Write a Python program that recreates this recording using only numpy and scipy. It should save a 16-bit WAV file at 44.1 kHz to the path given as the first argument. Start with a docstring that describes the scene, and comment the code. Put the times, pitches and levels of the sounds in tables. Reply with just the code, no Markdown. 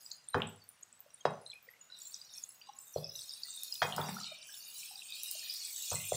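"""Stir-frying in a wok

Chillies, onion and garlic fry in oil in a small, hard-walled kitchen. Steam bubbles burst as tiny
pitched pips: single ones at first, then a dense sizzle as stirring brings wet pieces into the oil.
A slotted ladle knocks dully and scrapes on the wok, and the room reverberates after every sound."""
import sys
import numpy as np
from scipy import signal
from scipy.fft import rfft, irfft
from scipy.io import wavfile

SR = 44100
rng = np.random.default_rng(int(sys.argv[2]) if len(sys.argv) > 2 else 0)


def dump(signal):
    """Clip the signal to [-1, 1] and save it as 16-bit WAV at the path in sys.argv[1]."""
    limited = np.clip(np.atleast_2d(signal).T, -1, 1)
    pcm = np.round(limited * 32767).astype(np.int16)
    wavfile.write(sys.argv[1], SR, pcm)


N = 271656
TIME = np.arange(N) / SR
CUTOFF_HZ = 15700


def from_db(db):
    return 10 ** (np.asarray(db) / 20)


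def unit_rms(x):
    return x / np.sqrt(np.mean(x ** 2) + 1e-20)


def at_hz(table, hz):
    """Interpolation on a logarithmic frequency axis."""
    freqs, values = np.transpose(table)
    return np.interp(np.log(np.maximum(hz, 1)), np.log(freqs), values)


def at_time(table, s=TIME):
    return np.interp(s, *np.transpose(table))


def band(x, low_hz, high_hz, order=2):
    edges = [low_hz, min(high_hz, .48 * SR)]
    return signal.sosfilt(signal.butter(order, edges, "band", fs=SR, output="sos"), x)


def add(track, s, sound):
    start = max(round(s * SR), 0)
    track[start:start + len(sound)] += sound[:max(N - start, 0)]


def coloured_noise(spectrum):
    """Spectral shaping of white noise, at unit rms."""
    gain = from_db(at_hz(spectrum, np.arange(N // 2 + 1) * SR / N))
    return unit_rms(irfft(rfft(rng.standard_normal(N)) * gain, N))


def pips(s, height, hz, swell_s, half_samples):
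    """Gaussian tone pulses: sines that swell and fade around the times s."""
    centre = np.round(s * SR).astype(int)[:, None]
    offset = np.arange(-half_samples, half_samples)
    t = offset / SR
    envelope = height[:, None] * np.exp(-(t / np.reshape(swell_s, (-1, 1))) ** 2)
    waves = envelope * np.sin(2 * np.pi * hz[:, None] * t)
    return np.bincount(np.clip(centre + offset, 0, N).ravel(), waves.ravel(), N + 1)[:N]


# Spectrum of the background: f/Hz, relative density level/dB
HISS_SPECTRUM = [(30, -11), (140, 0), (250, -5), (400, -8), (560, -3), (900, -2), (1500, -1), (2200, -4),
                 (3200, -6), (4600, -8), (8000, -9), (10000, -15), (15800, -21)]
def background_hiss(level_db=-69.5):
    """Stationary broadband noise forms a faint, even floor."""
    return from_db(level_db) * coloured_noise(HISS_SPECTRUM)


# Reverberation time: f/Hz, T60/s
ROOM_DECAY = [(80, .41), (210, 0.35), (560, .42), (1500, 0.33), (4000, 0.31), (8000, 0.25), (15000, 0.2)]
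# Strength of the reverberation: f/Hz, level/dB re the exciting sound
ROOM_GAIN = [(60, -29.5), (120, 14), (200, 7), (290, -10), (500, -5), (1000, -4), (2200, -1.5), (4000, -7),
             (8000, -6.5), (15000, -6.5)]
def kitchen_response(onset_s=0.001):
    """Diffuse reverberation: dense wall reflections decay exponentially in each band, the lows last."""
    t = np.arange(round(.7 * SR)) / SR
    white, response = rng.standard_normal((2, len(t))), 0
    onset = 1 - np.exp(-(t / onset_s) ** 2)
    edges = 45 * 2 ** np.arange(0, 9, .5)  # half octaves
    for k, (low, high) in enumerate(zip(edges, edges[1:])):
        hz = np.sqrt(low * high)
        tail = band(white[k % 2], low, high, order=3) * from_db(-60 * t / at_hz(ROOM_DECAY, hz)) * onset
        unity_gain = np.sqrt(2 * (high - low) / SR / np.sum(tail ** 2))
        response += tail * unity_gain * from_db(at_hz(ROOM_GAIN, hz))
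    return response


# The ladle dragging over the wok's bottom: t/s, level/dB
SCRAPE_LEVEL = [(0.345, -100), (0.36, -47), (0.41, -49), (0.46, -58), (0.5, -100), (3.81, -100),
                (3.83, -51), (3.9, -49.5), (3.96, -49), (4.0, -43), (4.1, -51), (4.19, -60.5),
                (4.27, -73.5), (4.4, -100)]
# Spectrum of the scrape: f/Hz, relative density level/dB
SCRAPE_SPECTRUM = [(60, -13), (110, -17.5), (175, 8.5), (280, 2), (500, -3.5), (800, 8.5), (1300, -2.5),
                   (2000, -10.5), (2800, -28), (6000, -29.5)]
def ladle_scrape(slips_per_s=130, uneven_db=6.5):
    """Stick-slip friction: the ladle catches and slips, modulating a noise unevenly."""
    slips = np.interp(TIME * slips_per_s, np.arange(3000), rng.standard_normal(3000))
    roughness = unit_rms(from_db(uneven_db * slips))
    return from_db(at_time(SCRAPE_LEVEL)) * roughness * coloured_noise(SCRAPE_SPECTRUM)


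# Ladle on wok: t/s, edge level/dB, centre f/Hz, bandwidth/centre, crack level/dB re edge,
# bowl delay/s, bowl level/dB, thump drive/dB re bowl, rattle level/dB re edge
IMPACTS = [(.3440, -17.5, 1380, 0.42, -23.5, 0.0047, -23.5, -5.5, -10.5),
           (0.3553, -36, 960, 0.563, -44, 0.0018, -28, -23, 7.5),
           (0.3795, -35, 1500, 0.35, -40, 0.0016, -45, -25, -10),
           (0.4028, -31, 1970, 0.55, -40, .003, -31, -30, -17),
           (0.4192, -21.5, 3110, 0.25, -47, 0.0005, -47, -27, -45),
           (0.4355, -52, 1670, 0.47, -30, 0.0017, -43, -28, 1),
           (0.4565, -52, 2900, 0.25, -30, 0.00057, -56, -31, -12),
           (1.253, -19, 1247, 0.66, -18.5, 0.001, -12, -26, -24),
           (2.9598, -48.5, 988, 0.444, -44.5, 0.00005, -22, -13.5, 4),
           (3.8188, -17, 1440, 0.38, -12.5, 0.0048, -20, -17, -12),
           (3.828, -23, 1780, 0.3, -8, 0.0022, -39.5, -3.5, -15.5),
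           (3.851, -53, 1470, 0.42, -22, 0.0025, -31, -22, -10),
           (3.981, -24.5, 1205, 0.46, -36, 0.01176, -30.5, -6, -5.5),
           (4.023, -46.5, 1570, 0.41, -30, 0.00204, -35, -18, 0),
           (4.071, -54, 1470, 0.365, -32.5, 0.0022, -45, -16, 3),
           (4.085, -39.5, 2160, 0.2, -19, .003, -52, -25, -1),
           (5.9151, -40.5, 1183, 0.29, 0, 0.0035, -34, 2.5, 5),
           (6.1187, -40.5, 1095, 0.4, -21, 0.0013, -21, -14, -8.5)]
def ladle_contacts(bowl_pitch_ratio=0.5355, edge_thump_db=-29.5, bowl_crack_db=-34):
    """Double impact: the ladle's edge cracks on the wok, then its bowl lands, lower and with a thump."""
    for s, db, hz, width, crack_db, delay_s, bowl_db, thump_db, _ in IMPACTS:
        bowl_hz = bowl_pitch_ratio * hz
        yield s, db, hz, width * hz, edge_thump_db, crack_db
        yield s + delay_s, bowl_db, bowl_hz, width * bowl_hz, thump_db, bowl_crack_db


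def ladle_rattle(gap_s=0.0032, loss_db=0.5, pitch_ratio=0.64, scatter_octaves=0.7, cycles=0.98, taps=8):
    """Rebound: after each knock the ladle judders in a dying run of dull taps of scattered pitch."""
    out = np.zeros(N)
    for s, db, hz, *_, rattle_db in IMPACTS:
        times = s + np.cumsum(gap_s * (.5 + rng.random(taps)))
        pitches = pitch_ratio * hz * 2 ** (scatter_octaves * np.clip(rng.standard_normal(taps), -2, 1))
        heights = from_db(db + rattle_db - loss_db * np.arange(taps))
        out += pips(times, heights, pitches, cycles / pitches, half_samples=300)
    return out


# Modes of the steel ladle: f/Hz, level/dB re crack, T60/s
STEEL_MODES = [(2530, -8.5, 0.052), (3230, -2, 0.044), (3695, -12.5, 0.12), (4946, -14, 0.12)]
# Modes of the oil-damped wok: f/Hz, relative level/dB, T60/s
WOK_MODES = [(95, -4, 0.12), (158, -17.5, 0.27), (194, -16, 0.13), (446, -29, 0.15), (490.8, -23.5, 0.14),
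             (650, -36, 0.12), (833, -21.5, 0.33), (1040, -36.5, 0.2), (1226, -45.5, 0.13),
             (1205, -30.5, 0.1), (1370, -39, 0.177), (1474, -42, .15), (1860, -32.5, 0.11)]
def ladle_knocks(gain_db=1, thump_hz=125, thump_s=0.0028, thump_gain_db=-12, crack_s=0.007,
                 wok_gain_db=-5, detune=0.018):
    """Impact excitation: a clack, a low thump and a bright crack, with free decay of ladle and wok."""
    out, t = np.zeros(N), np.arange(SR // 2) / SR
    thump = t / thump_s * np.exp(1 - t / thump_s) * np.sin(2 * np.pi * thump_hz * t)

    def mode(hz, db, t60):
        return from_db(db + rng.normal(0, 2) - 60 * t / t60) * np.sin(2 * np.pi * hz * t)

    for s, db, hz, width_hz, thump_db, crack_db in ladle_contacts():
        age = np.pi * width_hz * t  # dimensionless: a wider band makes a shorter pulse
        clack = np.exp(-((age - 2.2) / 1.2) ** 2) * np.sin(2 * hz / width_hz * (age - 2.2))
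        bright_noise = band(rng.standard_normal(len(t)), 2000, 6400, order=5)
        crack = bright_noise * np.exp(-t / crack_s) * np.tanh(age)
        knock = clack + from_db(thump_db + thump_gain_db) * thump + from_db(crack_db) * crack
        for mode_hz, mode_db, t60 in STEEL_MODES:
            # grip and clinging oil retune the ladle at every contact
            knock += mode(mode_hz * (1 + detune * rng.standard_normal()), crack_db + mode_db, t60)
        for mode_hz, mode_db, t60 in WOK_MODES:
            # the thump rocks the whole wok; a soft contact barely drives modes above its own pitch
            drive = from_db(thump_db) if mode_hz < 300 else 1 / (1 + (mode_hz / (hz + width_hz)) ** 6)
            knock += drive * mode(mode_hz, mode_db + wok_gain_db, t60) * rng.choice([-1, 1])
        add(out, s, from_db(db + gain_db) * knock)
    return out


def hollow_wok(x, dip_hz=305, dip_q=4.4):
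    """A spectral notch: the wok radiates little between thump and bowl tone, so it sounds hollow."""
    return signal.lfilter(*signal.iirnotch(dip_hz, dip_q, fs=SR), x)


def bursts_per_s(level_db, rest_per_s=20, boil_per_s=480, boil_db=-47):
    """The burst rate grows linearly with the amplitude of the frying."""
    return rest_per_s + boil_per_s * from_db(level_db - boil_db)


def stray_bubbles(per_s=15, low_hz=3300, high_hz=15000, level_db=-55, spread_db=3.5):
    """A steady Poisson process: even in resting oil a lone small bubble bursts now and then."""
    times = TIME[rng.random(N) < per_s / SR]
    place, strength = rng.random((len(times), 2)).T
    heights = from_db(level_db + spread_db * (2 * strength - 1))
    return pips(times, heights, low_hz + (high_hz - low_hz) * place, swell_s=0.0018, half_samples=400)


def gurgles(share=0.13, threshold_per_s=250, low_hz=1750, high_hz=2400, level_db=-49, spread_db=4):
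    """Larger bubbles resonate lower; these surface only once the oil boils hard."""
    per_s = share * (bursts_per_s(at_time(VIGOUR_LEVEL)) - threshold_per_s)
    times = TIME[rng.random(N) < per_s / SR]
    place, strength = rng.random((len(times), 2)).T
    heights = from_db(level_db + spread_db * (2 * strength - 1))
    hz = low_hz + (high_hz - low_hz) * np.sqrt(place)
    return pips(times, heights, hz, swell_s=0.001, half_samples=400)


# Loud snaps of water drops: t/s, peak level/dB before filtering
LOUD_SNAPS = [(3.6343, -20.5), (3.7417, -25.5), (3.964, -23), (5.234, -18.5), (5.3129, -18), (5.316, -33)]
def water_spits(rest_per_s=20, per_burst=0.27, above_treble_db=11.5, spread_db=7.5, decay_s=0.00038):
    """Flash evaporation: water in hot oil makes a few loud, pitchless snaps and a fine crackle."""
    treble_db = at_time(TREBLE_LEVEL)
    snapping = rng.random(N) < (rest_per_s + per_burst * bursts_per_s(treble_db)) / SR
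    scatter_db = spread_db * np.clip(rng.standard_normal(N), -2, 2)
    clicks = snapping * from_db(treble_db + above_treble_db + scatter_db)
    for s, db in LOUD_SNAPS:
        add(clicks, s, from_db([db]))
    envelope = signal.lfilter([1], [1, -np.exp(-1 / (decay_s * SR))], clicks + 1e-18)
    return band(envelope * rng.choice([-1, 1], N), 7500, CUTOFF_HZ)


# Single big bubbles, from deep plops to high pips: t/s, peak level/dB, f/Hz, swell time/s
BIG_BUBBLES = [(0.0634, -38.5, 4900, 0.0015), (0.1132, -39, 4200, 0.00079), (0.1165, -33.5, 6700, 0.00058),
               (0.1167, -30, 4500, 0.0006), (0.2877, -32, 8990, 0.001), (0.3375, -38.5, 3950, 0.0032),
               (0.4729, -38.5, 7900, 0.0013), (0.4893, -43.5, 8200, 0.00065), (0.6234, -51, 4560, 0.0049),
               (0.6906, -41, 14100, 0.00028), (0.6907, -38, 9470, 0.00061), (0.8322, -43.5, 6710, 0.0038),
               (0.8326, -41, 7800, 0.00053), (0.9277, -43, 7830, 0.00061), (1.0051, -38, 14300, 0.00073),
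               (1.065, -55.5, 570, 0.0033), (1.1446, -46.5, 9020, 0.0031), (1.211, -51, 6540, 0.0031),
               (1.215, -53, 3220, 0.0059), (1.4647, -37.5, 3970, 0.0014), (1.4745, -52, 8340, 0.0052),
               (1.5012, -37, 4040, 0.0015), (1.5061, -46, 7860, 0.0011), (1.518, -40.5, 3440, 0.0015),
               (1.5352, -43, 2430, 0.0024), (1.683, -57.5, 490, 0.0046), (1.6897, -43.5, 1970, 0.0021),
               (1.739, -53, 2080, 0.0018), (1.8148, -48, 6900, 0.0041), (1.9024, -50.5, 3950, 0.0013),
               (1.904, -57, 1476, 0.0045), (1.9246, -43, 4000, 0.0025), (2.0192, -37, 7250, 0.0011),
               (2.0558, -40, 7450, 0.0016), (2.0721, -37.5, 7180, 0.00084), (2.1225, -47, 4500, 0.0017),
               (2.1437, -31.5, 6050, 0.00065), (2.1447, -34, 5160, 0.001), (2.1645, -42.5, 7160, 0.0012),
               (2.2163, -39.5, 4810, 0.0013), (2.339, -41, 6360, 0.0011), (2.3772, -40, 10660, 0.00095),
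               (2.383, -33, 5710, 0.00046), (2.4388, -30.5, 6730, 0.0016), (2.4919, -39, 10540, 0.0011),
               (2.6158, -44.5, 2860, 0.0009), (2.694, -51, 1056, 0.0054), (2.6966, -43, 820, 0.0061),
               (2.7885, -37.5, 7850, 0.0015), (2.9424, -43, 5890, 0.003), (2.975, -43, 4200, 0.0018),
               (2.9834, -37, 4500, 0.00059), (3.0448, -30, 5240, 0.0012), (3.0957, -37.5, 5180, 0.0027),
               (3.1556, -35.5, 3910, 0.001), (3.1612, -35, 6050, 0.0016), (3.1924, -36, 3750, 0.001),
               (3.2195, -37.5, 4340, 0.00099), (3.2946, -32.5, 5150, 0.00095),
               (3.3085, -36.5, 4780, 0.0012), (3.3377, -33, 5030, 0.001), (3.435, -27.5, 4650, 0.001),
               (3.457, -56, 1980, 0.0072), (3.485, -56.5, 1350, 0.0022), (3.5062, -35, 7440, 0.0017),
               (3.5763, -37.5, 3670, 0.0024), (3.7253, -26, 5000, 0.0012), (3.7561, -35, 3750, 0.00081),
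               (3.9251, -27.5, 3230, 0.00083), (4.0159, -33, 3540, 0.0014), (4.0924, -33.5, 7870, 0.0006),
               (4.1695, -35.5, 1350, 0.0024), (4.19, -47.5, 1408, 0.0066), (4.2133, -43, 1280, 0.0037),
               (4.235, -35.5, 4470, 0.0016), (4.2435, -32, 3800, 0.00037), (4.4281, -42, 3814, 0.00095),
               (4.7731, -48.5, 3770, 0.00095), (4.958, -38.5, 4770, 0.0015), (4.994, -39, 3910, 0.0016),
               (4.323, -44.5, 630, 0.005), (4.495, -50.5, 1630, 0.0031), (4.5438, -41, 3600, 0.0021),
               (4.8332, -41, 2517, 0.0016), (4.9136, -52.5, 787, 0.0041), (5.0221, -41, 2660, 0.0018),
               (5.1238, -34, 3750, 0.0012), (5.3557, -51, 643, 0.0041), (5.3944, -31, 5050, 0.00051),
               (5.4995, -28, 4884, 0.0016), (5.6515, -29.5, 7860, 0.00086), (5.7626, -29.5, 7770, 0.00062),
               (5.9048, -22.5, 6320, 0.00044), (5.9496, -27.5, 8230, 0.00048),
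               (5.9564, -20.5, 7870, 0.0004), (5.958, -45.5, 2050, 0.0033), (6.0445, -42.5, 2473, 0.002),
               (6.136, -47.5, 2087, 0.0032)]
def bubble_pops(neighbour_db=-17.5, neighbour_octaves=0.38, neighbour_span_s=0.045,
                bounce_db=-12, bounce_s=0.0023, bounces=2):
    """Early reflection: each big bubble bursts as a pip that the wok's sloping wall returns faintly."""
    s, db, hz, swell_s = np.transpose(BIG_BUBBLES)
    # a smaller, higher neighbour bursts just before or after each one
    wait, step = rng.random((len(s), 2)).T
    neighbour_hz = np.minimum(hz * 2 ** (neighbour_octaves * step), CUTOFF_HZ)
    s = np.r_[s, s + neighbour_span_s * (wait - .5)]
    heights = from_db(np.r_[db, db + neighbour_db])
    swell_s = np.r_[swell_s, swell_s * hz / neighbour_hz]
    hz = np.r_[hz, neighbour_hz]
    gaps = bounce_s * (.6 + rng.random((len(s), bounces)))
    delays = np.column_stack([np.zeros(len(s)), np.cumsum(gaps, axis=1)])
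    returned = from_db(bounce_db) / (1 + (swell_s / bounce_s) ** 2)  # long pips swallow their echoes
    return sum(pips(s + delays[:, k], heights * returned ** k, hz, swell_s, half_samples=600)
               for k in range(bounces + 1))


def wet_shimmer(x, depth_db=8, width_hz=75, lasting_s=0.05, blur_per_s=520):
    """Spectral modulation: narrow patches swell and fade, sounding wet, and blur as the boil thickens."""
    hz, s, cells = signal.stft(x, SR, nperseg=512, noverlap=384)
    across_hz = np.exp(-((hz[:21] - hz[10]) / width_hz) ** 2)
    across_time = np.exp(-((s[:101] - s[50]) / lasting_s) ** 2)
    patches = signal.fftconvolve(rng.standard_normal(cells.shape), np.outer(across_hz, across_time), "same")
    blur = 1 + (bursts_per_s(at_time(VIGOUR_LEVEL, s)) / blur_per_s) ** 2
    gain = from_db(np.clip(unit_rms(patches), -1.4, 1.6) * depth_db / blur)
    gain /= np.sqrt(np.mean(gain ** 2, axis=0))
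    return signal.istft(cells * gain, SR, nperseg=512, noverlap=384)[1][:N]


# Envelopes of the sizzle's bands, low to high: t/s, relative level/dB
COARSE_LEVEL = [(0.0, -84), (0.04, -67.5), (0.28, -88.0), (3.3, -71), (3.79, -63.5), (3.95, -58),
                (4.19, -63), (4.27, -53), (4.4, -54), (4.67, -63.5), (4.83, -55), (4.97, -64.5),
                (5.03, -54.5), (5.43, -51), (5.57, -64), (5.9, -55.5), (6.15, -54.5)]
VIGOUR_LEVEL = [(0.0, -57), (0.1, -64), (0.321, -81.0), (1.839, -80.5), (1.921, -62.5), (2.44, -58.0),
                (2.48, -73), (2.64, -63), (2.757, -82.0), (2.8, -64.0), (2.92, -75.5), (2.96, -57.0),
                (3.28, -52.0), (4.149, -53.5), (4.23, -49.5), (4.39, -58), (4.632, -56.5), (4.791, -48.5),
                (5.07, -55.5), (5.112, -49.5), (5.67, -47.5), (5.71, -53), (5.909, -46), (6.071, -51.5),
                (6.15, -45.5)]  # rises as the ladle turns wet pieces into the oil
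MIDDLE_LEVEL = [(0.0, -61.5), (0.322, -80.5), (1.8, -81.0), (2.038, -59), (2.16, -58.5), (2.279, -77.0),
                (2.401, -55.5), (2.719, -75.5), (2.802, -58), (3.121, -71.5), (3.2, -54), (3.389, -61.5),
                (3.509, -48.5), (3.59, -57), (4.193, -55), (4.39, -66), (4.429, -56.5), (4.712, -56.5),
                (4.79, -50), (4.952, -57.5), (5.35, -48), (5.43, -55.5), (5.748, -46), (6.15, -44.5)]
TREBLE_LEVEL = [(0.0, -60), (0.2, -86), (1.8, -84), (1.95, -77), (1.981, -66), (2.08, -62), (2.159, -71),
                (2.269, -71), (2.399, -59.5), (2.56, -71.5), (2.64, -86.5), (2.739, -78), (2.799, -60),
                (3.002, -60.5), (3.078, -73.5), (3.16, -55.5), (3.31, -65.5), (3.39, -59), (3.51, -65),
                (3.629, -58.5), (3.83, -55.5), (3.91, -61), (4.109, -54.5), (4.231, -67.5), (4.43, -77),
                (4.469, -59), (4.83, -55.5), (5.029, -61), (5.19, -57.5), (5.241, -53.5), (5.43, -55),
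                (6.07, -50.5), (6.15, -54.5)]  # shared by the two finest sizes
# Five bubble sizes, coarse to fine: level/dB re envelope, relative number of bubbles
BUBBLE_SIZES = [(-1.5, 3), (0.5, 2.2), (0, 3), (-3.5, 4), (-4, 5)]
# Band edges of those sizes: f/Hz
BAND_EDGES = [2400, 3400, 6000, 9300, 12000, 15600]
# Weighting of the bursts by pitch: f/Hz, level/dB
BURST_SPECTRUM = [(2400, -1.5), (2750, 3), (3200, -4), (3750, 4), (4400, 1), (5050, -1), (5900, 0),
                  (8000, 3.5), (9300, -1), (10500, 2), (12500, 0), (15500, 7)]
def sizzle(gain_db=2.3, spread_db=7.5, swell_s=0.0017, swell_spread=0.6, steam_db=-9, steam_growth=.35):
    """Incoherent summation: countless small bubbles burst at random, with a hiss of steam between them."""
    out = np.zeros(N)
    envelopes = [COARSE_LEVEL, VIGOUR_LEVEL, MIDDLE_LEVEL, TREBLE_LEVEL, TREBLE_LEVEL]
    for envelope, (trim_db, plenty), low, high in zip(envelopes, BUBBLE_SIZES, BAND_EDGES, BAND_EDGES[1:]):
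        band_db = at_time(envelope) + trim_db
        per_s = plenty * bursts_per_s(band_db)
        # Poisson process: a bubble bursts when the expected count reaches its turn
        expected = np.cumsum(per_s) / SR
        turn = np.cumsum(rng.exponential(size=8000))
        born = turn < expected[-1]
        s = np.interp(turn[born], expected, TIME)
        hz = low + (high - low) * rng.random(8000)[born]
        strength, length = np.clip(rng.standard_normal((2, 8000)), -2, 2)[:, born]
        swells = np.clip(swell_s * np.exp(swell_spread * length), 4.5 / hz, .003)
        # powers add, so the busier the boil, the smaller each bubble's share
        overlap = np.interp(s, TIME, per_s) * swells * np.sqrt(np.pi / 8)
        share = unit_rms(from_db(spread_db * strength)) / np.sqrt(overlap)
        level_db = np.interp(s, TIME, band_db) + at_hz(BURST_SPECTRUM, hz) + gain_db
        out += pips(s, share * from_db(level_db), hz, swells, half_samples=260)
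        steam = unit_rms(band(rng.standard_normal(N), low, high, order=6))
        above_boil_db = band_db + 47  # a full boil lies at -47 dB
        out += from_db(band_db + steam_db + steam_growth * above_boil_db) * steam
    return out


def scene(shade_db=-7, pop_echo_db=2, stir_echo_db=-1.5):
    """Superposition of direct and reverberant sound; the pieces shade the small bubbles' direct path."""
    room = kitchen_response()
    hiss = background_hiss()
    pops = bubble_pops() + stray_bubbles() + water_spits()
    ladle = hollow_wok(ladle_knocks() + ladle_rattle() + ladle_scrape())
    fizz = sizzle() + gurgles()
    frying_echo = signal.fftconvolve(fizz + from_db(pop_echo_db) * pops, room)[:N]
    frying = pops + wet_shimmer(from_db(shade_db) * fizz + frying_echo)
    stirring = ladle + from_db(stir_echo_db) * signal.fftconvolve(ladle, room)[:N]
    return (hiss + stirring + frying)[None]


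def record(dry, low_cut_hz=65):
    """Band limiting: the microphone drops the deep bass, and a steep low-pass cuts the top."""
    thin = signal.sosfilt(signal.butter(2, low_cut_hz, "high", fs=SR, output="sos"), dry)
    return signal.sosfilt(signal.ellip(10, .2, 70, CUTOFF_HZ, fs=SR, output="sos"), thin)


dry = scene()
out = record(dry)
dump(out)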